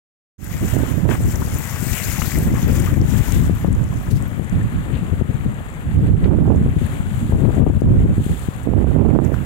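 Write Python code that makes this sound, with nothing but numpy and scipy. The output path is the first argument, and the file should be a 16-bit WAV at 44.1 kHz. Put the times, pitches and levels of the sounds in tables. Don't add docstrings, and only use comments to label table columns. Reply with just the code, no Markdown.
import sys
import numpy as np
from scipy import signal
from scipy.fft import rfft, irfft, next_fast_len
from scipy.io import wavfile
from scipy.ndimage import uniform_filter1d, minimum_filter1d, map_coordinates

SR = 44100
rng = np.random.default_rng(int(sys.argv[2]) if len(sys.argv) > 2 else 0)


def transcribe(signal):
    frames = np.atleast_2d(signal).T
    limited = np.clip(frames, -1, 1)
    pcm = np.round(limited * 32767).astype(np.int16)
    wavfile.write(sys.argv[1], SR, pcm)


N = 416744
TIME = np.arange(N) / SR


def waves():
    # (frequency [Hz], left density [dB], right density [dB])
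    near_spectrum = [(150, -49, -21), (505, -5, -7.5), (1030, -2, -8), (1940, 2, -10), (2530, -2.5, -16),
                     (3500, -5, -16), (4300, -12.5, -21.5), (5760, -8.5, -22), (7080, -2.5, -31),
                     (8400, -9, -32), (10400, -11.5, -31), (12300, -4.5, -19), (13900, -10.5, -14),
                     (15400, -9.5, -12)]
    far_spectrum = [(150, 6.5, 6.5), (597, 1.5, -2.5), (1010, 0, -6.5), (1820, -0.5, -8.5), (2460, -6, -20),
                    (3340, -8.5, -23.5), (4560, -19, -30.5), (5540, -27, -31), (6430, -16.5, -33),
                    (7250, -10, -34), (9000, -15, -40), (12500, -18.5, -29.5), (15900, -26.5, -22)]
    coarse = bubbles(per_s=7500, size_db=4.0, cycles=16.6, clump_db=4.0)
    slosh, fizz = water(near_spectrum, coarse, foam_db=1.0, lag_s=.0001, coherence=0.96,
                        churn_db=1.22, fizz_from_hz=3800)
    fizz = wander(fizz, octaves=.05, rate_hz=4)
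    fine = bubbles(per_s=4000, size_db=3.0, cycles=17, clump_db=2.5)
    far = water(far_spectrum, fine, foam_db=4, lag_s=0.00024, coherence=0.57,
                churn_db=0.79, fizz_from_hz=3080)
    return sum(gain * part for gain, part in zip([*breaking(), *washing()], [slosh, fizz, *far]))


def bubbles(per_s, size_db, cycles, clump_db, clump_hz=12.7):
    # (pitch [Hz], greatest excess level [multiples of size_db])
    size_limit = [(2500, 2.3), (6000, 4.5)]
    out = np.zeros(N)
    pitches = np.geomspace(400, 15500, 26)
    for hz, share in zip(pitches, pitches / pitches.sum()):
        when, size, polarity = rng.random((6000, 3))[:int(per_s * share * N / SR)].T
        excess = np.minimum(-np.log(1 - size), np.interp(hz, *np.transpose(size_limit)))
        clicks = np.full(N, 1e-18)
        clicks[(when * N).astype(int)] = from_db(size_db * excess) * np.sign(polarity - .5)
        clicks *= from_db(clump_db * drift(clump_hz))
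        radius, angle = from_db(-60 * hz / (cycles * SR)), 2 * np.pi * hz / SR
        ringing = signal.lfilter([1, 0, -1], [1, -2 * radius * np.cos(angle), radius ** 2], clicks)
        out += np.sqrt(share) * rms_one(ringing)
    return rms_one(out)


def water(spectrum, grains, foam_db, lag_s, coherence, churn_db, fizz_from_hz):
    left = rms_one(grains + from_db(foam_db) * rng.standard_normal(N))
    diffuse = rng.standard_normal(N)
    right = coherence * np.interp(TIME - lag_s, TIME, left) + np.sqrt(1 - coherence ** 2) * diffuse
    churn = rms_one(from_db(churn_db * drift(19.0)))
    slosh = split(colour(churn * [left, right], spectrum, (1300, 3500)), fizz_from_hz)[0]
    fizz = split(colour(churn * [left, diffuse], spectrum, (6000, 15500)), fizz_from_hz)[1]
    return slosh, fizz


def breaking(attack_s=0.03, surge_db=2, surge_s=0.012, fizz_over_slosh_db=5):
    # (time [s], level [dB], length [s])
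    breakers = [(0, -31.5, 0.47), (1.075, -42.5, 0.57), (2.52, -41, 0.35), (9.24, -58, .2)]
    # (middle time [s], spread [s], slosh level [dB], fizz level [dB])
    sheets = [(.56, 0.047, -33, -34), (.72, 0.053, -34, -29.5), (.88, 0.091, -38.5, -38),
              (1.135, 0.014, -28.5, -32.5), (1.32, 0.042, -41.5, -39.5), (1.68, 0.1, -35.5, -33.5),
              (1.87, 0.075, -35.5, -29.5), (1.98, 0.065, -35, -26.5), (2.12, 0.11, -36, -30),
              (2.275, 0.06, -36, -29.5), (2.42, 0.054, -37.5, -34), (2.71, 0.14, -38.5, -46),
              (2.83, 0.079, -36, -35.5), (3.16, 0.051, -35.5, -33.5), (3.32, 0.064, -36.5, -32.5),
              (3.462, 0.0094, -50, -39), (3.59, 0.049, -42.5, -43.5), (4.03, 0.21, -50, -47.5),
              (9.267, 0.011, -40, -42), (9.338, 0.013, -52, -46)]
    power = 0
    for s, db, length in breakers:
        age = np.maximum(TIME - s, 0)
        rise = np.minimum(age / attack_s, 1)
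        burst = np.exp(-(age / length) ** 4)
        surge = from_db(surge_db) ** 2 * np.exp(-age / surge_s)
        power = power + from_db([[db], [db + fizz_over_slosh_db]]) ** 2 * rise * (burst + surge)
    for s, spread_s, slosh_db, fizz_db in sheets:
        power = power + from_db([[slosh_db], [fizz_db]]) ** 2 * bell(s, spread_s)
    return np.sqrt(power)


def washing(steady_slosh_db=-41, steady_fizz_db=-50):
    # (crest time [s], half length [s], slosh level [dB], fizz level [dB])
    washes = [(0.795, 0.091, -35.5, -42), (3.27, 0.17, -40, -41.5), (4.908, 0.45, -44.5, -52.5),
              (6.89, 0.1, -42.5, -45.5), (7.22, 0.14, -50, -46.5), (7.515, 0.17, -41.5, -47.5),
              (8.346, 0.13, -62, -43), (8.593, 0.051, -59, -49.5), (9.346, 0.041, -44, -69)]
    power = from_db([[steady_slosh_db], [steady_fizz_db]]) ** 2
    for s, spread_s, slosh_db, fizz_db in washes:
        power = power + from_db([[slosh_db], [fizz_db]]) ** 2 * bell(s, spread_s, order=4)
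    return np.sqrt(power)


def slaps(attack_s=.003, spatter_db=3.0, spatter_hz=150):
    # (time [s], level [dB], pitch [Hz], spread [octaves], length [s])
    impacts = [(1.087, -20, 1050, 0.94, 0.0081), (1.098, -27, 1700, 0.54, .016),
               (1.103, -24.5, 720, 0.65, 0.047), (1.108, -18, 1490, .55, .012),
               (1.13, -27.5, 1700, 0.36, 0.016), (1.143, -25, 1250, 0.46, 0.016),
               (1.278, -37, 6200, .35, .05), (1.416, -26, 1000, 0.5, 0.014),
               (1.92, -30.5, 2170, 0.34, 0.28), (1.973, -27, 2190, 0.33, .035),
               (2.173, -31, 790, 0.19, 0.03), (2.249, -38.5, 4600, 0.3, 0.14),
               (2.538, -28, 1550, 0.5, 0.067), (2.565, -29, 900, 0.3, 0.037),
               (2.872, -33, 1220, 0.16, 0.026), (3.134, -31, 1700, .25, .025),
               (3.317, -31.5, 2100, 0.38, .05), (3.321, -38, 3670, .1, .06), (3.604, -39, 1700, .2, .01),
               (3.92, -37, 1000, 0.23, .025), (4.064, -33, 1550, .25, .02),
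               (4.102, -36.5, 5500, 1.3, 0.043), (4.155, -35, 5000, 1.3, 0.027),
               (4.926, -40.5, 2500, 0.44, 0.087), (6.236, -30, 1660, 0.71, 0.026),
               (6.86, -30.5, 1680, 0.55, 0.011), (6.861, -31, 9500, .4, .007), (7.802, -38, 7500, .7, .011),
               (8.238, -43, 9000, 0.32, .03), (8.63, -37, 8500, 0.33, .012), (9.238, -47, 7500, .3, 0.026),
               (9.257, -32, 1960, 0.26, 0.027), (9.315, -32, 1550, 0.33, 0.018),
               (9.324, -47, 5500, 0.65, .03)]
    out, t = np.zeros((2, N)), TIME[:SR // 2]
    spatter = rms_one(from_db(spatter_db * drift(spatter_hz)))
    for s, db, hz, spread, length in impacts:
        shape = (1 - np.exp(-t / attack_s)) * np.exp(-(t / length) ** 2)
        add(out, s, from_db(db) * cloud(len(t), hz, spread) * shape, pan_db=25.0)
    return out * spatter


def plops(chirp_per_s=4):
    # (time [s], level [dB], pitch [Hz], decay time [s])
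    pockets = [(1.42, -18, 980, .003), (2.183, -21, 790, .005), (2.2185, -9.5, 1270, .002),
               (2.2205, -12.5, 2080, .0015), (2.222, -16, 2800, .002), (2.552, -20, 1080, .004),
               (2.876, -21.5, 1170, .006), (2.942, -24, 1720, .004), (3.28, -22, 920, .006),
               (4.613, -26, 1750, .004), (9.342, -13, 1400, .0016)]
    out, t = np.zeros((2, N)), TIME[:SR // 20]
    for s, db, hz, decay_s in pockets:
        ring = np.sin(2 * np.pi * hz * t * (1 + chirp_per_s * t))
        add(out, s, from_db(db) * ring * np.exp(-t / decay_s), pan_db=20)
    return out


def drops(attack_s=.00015, ping_gain=.5, chirp_per_s=2.7):
    # (time [s], level [dB], pitch [Hz], decay time [s])
    near_drops = [(.444, -14, 11500, 0.0023), (.681, -23, 6460, .002), (1.357, -22, 6460, .002),
                  (1.451, -26, 8000, .0015), (1.585, -16, 13000, 0.0016), (1.654, -20, 8000, .0015),
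                  (2.386, -18, 10500, .002), (2.68, -18, 13800, .0015), (2.8, -19.5, 7950, 0.0034),
                  (2.86, -22.5, 7000, .002), (3.014, -30, 5400, .002), (3.322, -17.5, 7200, 0.0019),
                  (3.728, -28, 7800, .002), (3.751, -29, 7240, .0015), (3.8411, -27, 7460, 0.00064),
                  (3.89, -33, 6910, .0007), (3.94, -32, 7290, .001), (3.988, -35, 9000, .001),
                  (4.09, -29, 7980, .0008), (4.121, -29, 11500, .001), (4.163, -32, 8120, .0008),
                  (4.224, -20.5, 7900, 0.00086), (4.2797, -25, 14500, .0015), (4.445, -30, 8060, 0.0011),
                  (4.4966, -28, 7670, .0005), (4.63, -29, 7900, 0.0009), (4.7, -36, 11000, .0008),
                  (5.3441, -37, 7600, .001), (5.544, -34, 7700, 0.00096), (5.942, -41, 8500, .002),
                  (6.56, -38, 7100, .002), (7.488, -32, 8500, .001), (7.733, -35, 9000, .001),
                  (8.18, -30, 8540, .001), (8.394, -27, 8500, .001), (8.563, -29, 8050, .0015),
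                  (9.248, -33, 6740, 0.0036)]
    out, t = np.zeros((2, N)), TIME[:SR // 20]
    for s, db, hz, decay_s in near_drops + drips():
        tick = cloud(len(t), hz, octaves=.24)
        ping = np.sin(2 * np.pi * hz * t * (1 + chirp_per_s * t))
        shape = (1 - np.exp(-t / attack_s)) * np.exp(-t / decay_s)
        add(out, s, from_db(db) * (tick + ping_gain * ping) * shape, pan_db=26)
    return out


def drips(per_s=7, decay_s=.0007):
    times = np.cumsum(rng.exponential(1, 200)) / per_s
    levels_db = -44.5 + 5.5 * rng.standard_normal(200)
    pitches_hz = 8000 * 2 ** (0.26 * rng.standard_normal(200))
    return [(s, db, hz, decay_s) for s, db, hz in zip(times, levels_db, pitches_hz) if s < TIME[-1]]


def wind(flow_db, rumble_db, buffet_db, crackle_db, lump_db, burst_db, flutter_db):
    # (frequency [Hz], density [dB])
    rumble_spectrum = [(12, -35), (25, -24.5), (45, -5), (90, -0.5), (140, -4), (200, -9.5), (280, -16.5),
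                       (400, -31.5), (700, -66), (1500, -90)]
    buffet_spectrum = [(80, -51), (180, 4.5), (300, 1.5), (450, -6.5), (650, -15.5), (900, -25),
                       (1400, -33.5), (2500, -70), (6000, -98)]
    crackle_spectrum = [(300, -17), (800, 9), (1200, -4), (1800, -18), (2600, -14), (6000, -64)]
    low_db, high_db = flow_db
    swell = np.tanh(drift(32.3))
    lumps = from_db(low_db) * rms_one(from_db(lump_db * swell))
    flutter = from_db(high_db) * rms_one(from_db(burst_db * swell + flutter_db * drift(136)))
    rumble = from_db(rumble_db) * colour(rng.standard_normal(N), rumble_spectrum, (30, 250))[0]
    buffet = from_db(buffet_db) * colour(rng.standard_normal(N), buffet_spectrum, (330, 800))[0]
    crackle = from_db(crackle_db) * colour(rng.standard_normal(N), crackle_spectrum, (800, 2500))[0]
    return lumps * rumble + flutter * buffet + flutter ** 2 * crackle


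def airflow(breeze_db, side, ordinary_db=-17.5, buffet_under_db=22.5, growth=1.84):
    # (time [s], length [s], rumble level [dB], hardness [dB], left minus right [dB])
    gusts = [(0.612, 0.027, -18.5, 16, -3), (0.723, 0.08, -9, 0.5, -25), (0.835, 0.22, -25, 16, -19),
             (1.03, 0.083, -13.5, 8.5, -22), (1.179, 0.066, -13, -12, -4.5), (1.194, 0.378, -21.5, 10, 4.5),
             (1.825, 0.065, -16, 3, 25), (2.044, 0.36, -20, 3, 13), (2.365, 0.19, -13, 1.5, 3.5),
             (2.617, 0.41, -13.5, 1.5, 6), (3.03, 0.39, -14.5, -11, 25), (3.353, 0.14, -9, -16, 9),
             (3.631, 0.045, -6.5, -8.5, 36), (3.757, 0.058, -14, 0, -19), (3.898, 0.3, -24.5, 3, -3),
             (4.062, 0.17, -14.5, -3, 12), (4.363, 0.07, -18, 4.5, 36), (4.524, 0.062, -13, -9.5, -3.5),
             (4.64, 0.2, -17.5, -15, -19), (4.85, 0.06, -15.5, 5.5, 14), (5.01, 0.35, -21.5, 9.5, 19),
             (5.451, 0.027, -16, 4.5, 9), (5.848, 0.39, -13, -6.5, 5.5), (5.96, 0.19, -9.5, -7.5, -23),
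             (6.224, 0.28, -8.5, 0, -16), (6.301, 0.04, -13.5, 11.5, -25), (6.473, 0.059, -6, 0.5, -10),
             (6.594, 0.066, -13, 2, -11), (6.92, 0.11, -18.5, -3, 18), (7.193, 0.046, -14, -8, -12),
             (7.313, 0.052, -11, 5, 4.5), (7.413, 0.17, -10, 1.5, 12), (7.596, 0.16, -7, -1.5, 12),
             (7.825, 0.094, -3.5, -10, -3.5), (7.932, 0.19, -9, -2.5, 3.5), (8.182, 0.023, -12.5, -5, -3),
             (8.289, 0.038, -15, 2, -6.5), (8.661, 0.25, -11.5, 5, -27), (8.945, 0.25, -7, 2, -34),
             (9.219, 0.084, -14.5, 13, -25)]
    attack_s, release_s = 0.017, 0.052
    rumble = from_db(breeze_db - ordinary_db) ** 2
    buffet = rumble ** growth
    for s, length, db, hardness_db, pan_db in gusts:
        rise = np.clip((TIME - s) / attack_s + .5, 0, 1)
        fall = np.exp(-np.clip((TIME - s - length) / release_s, 0, 20))
        power = (from_db(db - ordinary_db + min(side * pan_db, 0)) * rise * fall) ** 2
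        rumble = rumble + power
        buffet = buffet + from_db(hardness_db) ** 2 * power ** growth
    return ordinary_db + 10 * np.log10(rumble), ordinary_db - buffet_under_db + 10 * np.log10(buffet)


def eddies():
    # (time [s], level [dB], width [s], left minus right [dB])
    bursts = [(0.767, 3, 0.00052, -30), (0.773, -5, 0.0012, -25), (0.806, -8, 0.00088, 4),
              (1.054, -8, 0.0004, -32), (1.207, -8, 0.00061, 16), (2.427, -5, 0.0012, 2),
              (2.54, -8.5, 0.00031, 10), (2.632, -2.5, 0.0011, 17), (3.497, 0, 0.00068, 20),
              (3.647, -3, 0.00036, 29), (4.396, -8, 0.00071, 20), (5.138, -6, 0.00093, 24),
              (5.213, -2, 0.0006, 26), (5.221, 7, 0.001, 36), (5.464, 1, 0.0011, 25),
              (6.313, -6.5, 0.0003, -25), (6.337, -8, 0.00039, -20), (6.361, -9, 0.0013, 0),
              (6.479, -2, 0.00061, -23), (6.504, 1.5, 0.00039, -16), (6.614, 2.5, .001, 14),
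              (6.648, -1.5, 0.0011, 12), (6.692, -3, 0.0013, 14), (6.766, 0.5, .001, 22),
              (6.817, -3.5, 0.00088, 18), (7.296, -5.5, 0.00098, 13), (7.324, -4, 0.00038, 19),
              (7.334, 5, 0.0016, 5), (7.407, -12, 0.00058, 14), (7.430, -5, 0.00064, 33),
              (7.506, -5, 0.00042, 23), (7.596, -2, 0.00061, 25), (7.666, 3, 0.00045, 23),
              (7.82, 7, 0.00059, 28), (7.984, 1, 0.0017, 22), (8.051, 0, 0.00094, 14),
              (8.106, -9, 0.00063, 16), (8.181, 6, 0.0009, -26), (8.265, -2, 0.0009, 16),
              (8.487, 0.5, 0.00094, 28), (8.674, 5, 0.00057, -31), (8.691, 4.5, 0.00076, -25),
              (8.78, 0, 0.00051, -26), (8.844, 2.5, 0.00037, -30), (8.964, 5.5, 0.00057, -28),
              (9.002, -18, .0005, -21), (9.16, -3.5, 0.00038, -30), (9.189, 3.5, 0.00028, -34),
              (9.2, -6, 0.00026, -30)]
    out, t = np.zeros((2, N)), TIME[:SR // 20] - .005
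    for s, db, width, pan_db in bursts:
        push = np.exp(-(t / width) ** 2)
        suction = np.exp(-(t / (2 * width) - 1.3) ** 2) / 2
        add(out, s + t[0], from_db(db) * (push - suction), pan_db)
    return out


def breeze():
    # (time [s], left level [dB], right level [dB])
    levels = [(.4, -32, -12), (.56, -18.5, -23.5), (.95, -36, -14), (1.3, -24, -27), (2.0, -24, -36),
              (3.1, -17, -33), (3.9, -26, -20), (4.4, -24.5, -41), (5.15, -18, -26), (5.7, -31.5, -32),
              (6.7, -16, -23), (7.2, -22, -25.5), (8.2, -28, -38), (8.45, -27.5, -28.5), (9.0, -21, -31),
              (9.25, -33, -14.5), (9.45, -30, -21.5)]
    times, *ports = np.transpose(levels)
    return [np.interp(TIME, times, db) for db in ports]


def limiter(x, threshold_db=-2.5, share=0.69, attack_s=0.015, release_db_per_s=84):
    peak_db = 20 * np.log10(np.abs(x).max(axis=0) + 1e-9)
    cut_db = share * np.maximum(peak_db - threshold_db, 0)
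    recovery = release_db_per_s * TIME
    held_db = np.maximum.accumulate(cut_db + recovery) - recovery
    span = 2 * round(attack_s * SR / 2) + 1
    return x * from_db(uniform_filter1d(minimum_filter1d(-held_db, span), span))


def from_db(db):
    return 10 ** (np.asarray(db) / 20)


def rms_one(x):
    return x / np.sqrt(np.mean(x ** 2) + 1e-20)


def drift(rate_hz):
    pole = np.exp(-40 * np.pi * rate_hz / SR)
    slow = signal.lfilter([1], [1, -2 * pole, pole * pole], rng.standard_normal(N // 20 + 2002))[2000:]
    return np.interp(np.arange(N) / 20, np.arange(len(slow)), rms_one(slow))


def colour(x, points, band):
    size = next_fast_len(N + SR // 10)
    hz = np.maximum(np.fft.rfftfreq(size, 1 / SR), 1)
    knots, *columns = np.transpose(points)
    gains = from_db([np.interp(np.log(hz), np.log(knots), db) for db in columns])
    gains = gains / np.sqrt(np.mean(gains[0] ** 2 * (hz > band[0]) * (hz < band[1])))
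    return irfft(rfft(x, size) * gains, size)[:, :N]


def split(x, hz):
    low = signal.sosfiltfilt(signal.butter(4, hz, fs=SR, output="sos"), x)
    return low, x - low


def cloud(size, hz, octaves):
    interval = np.log2(np.maximum(np.fft.rfftfreq(size, 1 / SR), 1) / hz)
    band = np.exp(-.5 * (interval / octaves) ** 2)
    return rms_one(irfft(rfft(rng.standard_normal(size)) * band, size))


def wander(x, octaves, rate_hz):
    at = np.cumsum(2 ** (octaves * drift(rate_hz)))
    return np.array([map_coordinates(side, [at], order=3, mode="mirror") for side in x])


def bell(s, spread_s, order=2):
    return np.exp(-.5 * np.abs((TIME - s) / spread_s) ** order)


def add(out, s, sound, pan_db):
    at = round(s * SR)
    sound = sound[:N - at]
    out[:, at:at + len(sound)] += from_db([[min(pan_db, 0)], [min(-pan_db, 0)]]) * sound


def scene():
    left_db, right_db = breeze()
    left = wind(airflow(left_db, side=1), rumble_db=0.78, buffet_db=2.0, crackle_db=6.0,
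                lump_db=7.5, burst_db=8.5, flutter_db=1.0)
    right = wind(airflow(right_db, side=-1), rumble_db=1.0, buffet_db=3.0, crackle_db=2,
                 lump_db=5.5, burst_db=2.5, flutter_db=4.0)
    return waves() + slaps() + plops() + drops() + np.array([left, right]) + eddies()


def record(dry):
    start_s, fade_s, ceiling, cutoff_hz = 0.38, 0.23, 0.97, 15900
    fade_in = 1 - np.exp(-np.maximum(TIME - start_s, 0) / fade_s)
    rounded = ceiling * np.tanh(limiter(dry * fade_in) / ceiling)
    return signal.sosfilt(signal.ellip(12, .1, 80, cutoff_hz, fs=SR, output="sos"), rounded)


dry = scene()
out = record(dry)
transcribe(out)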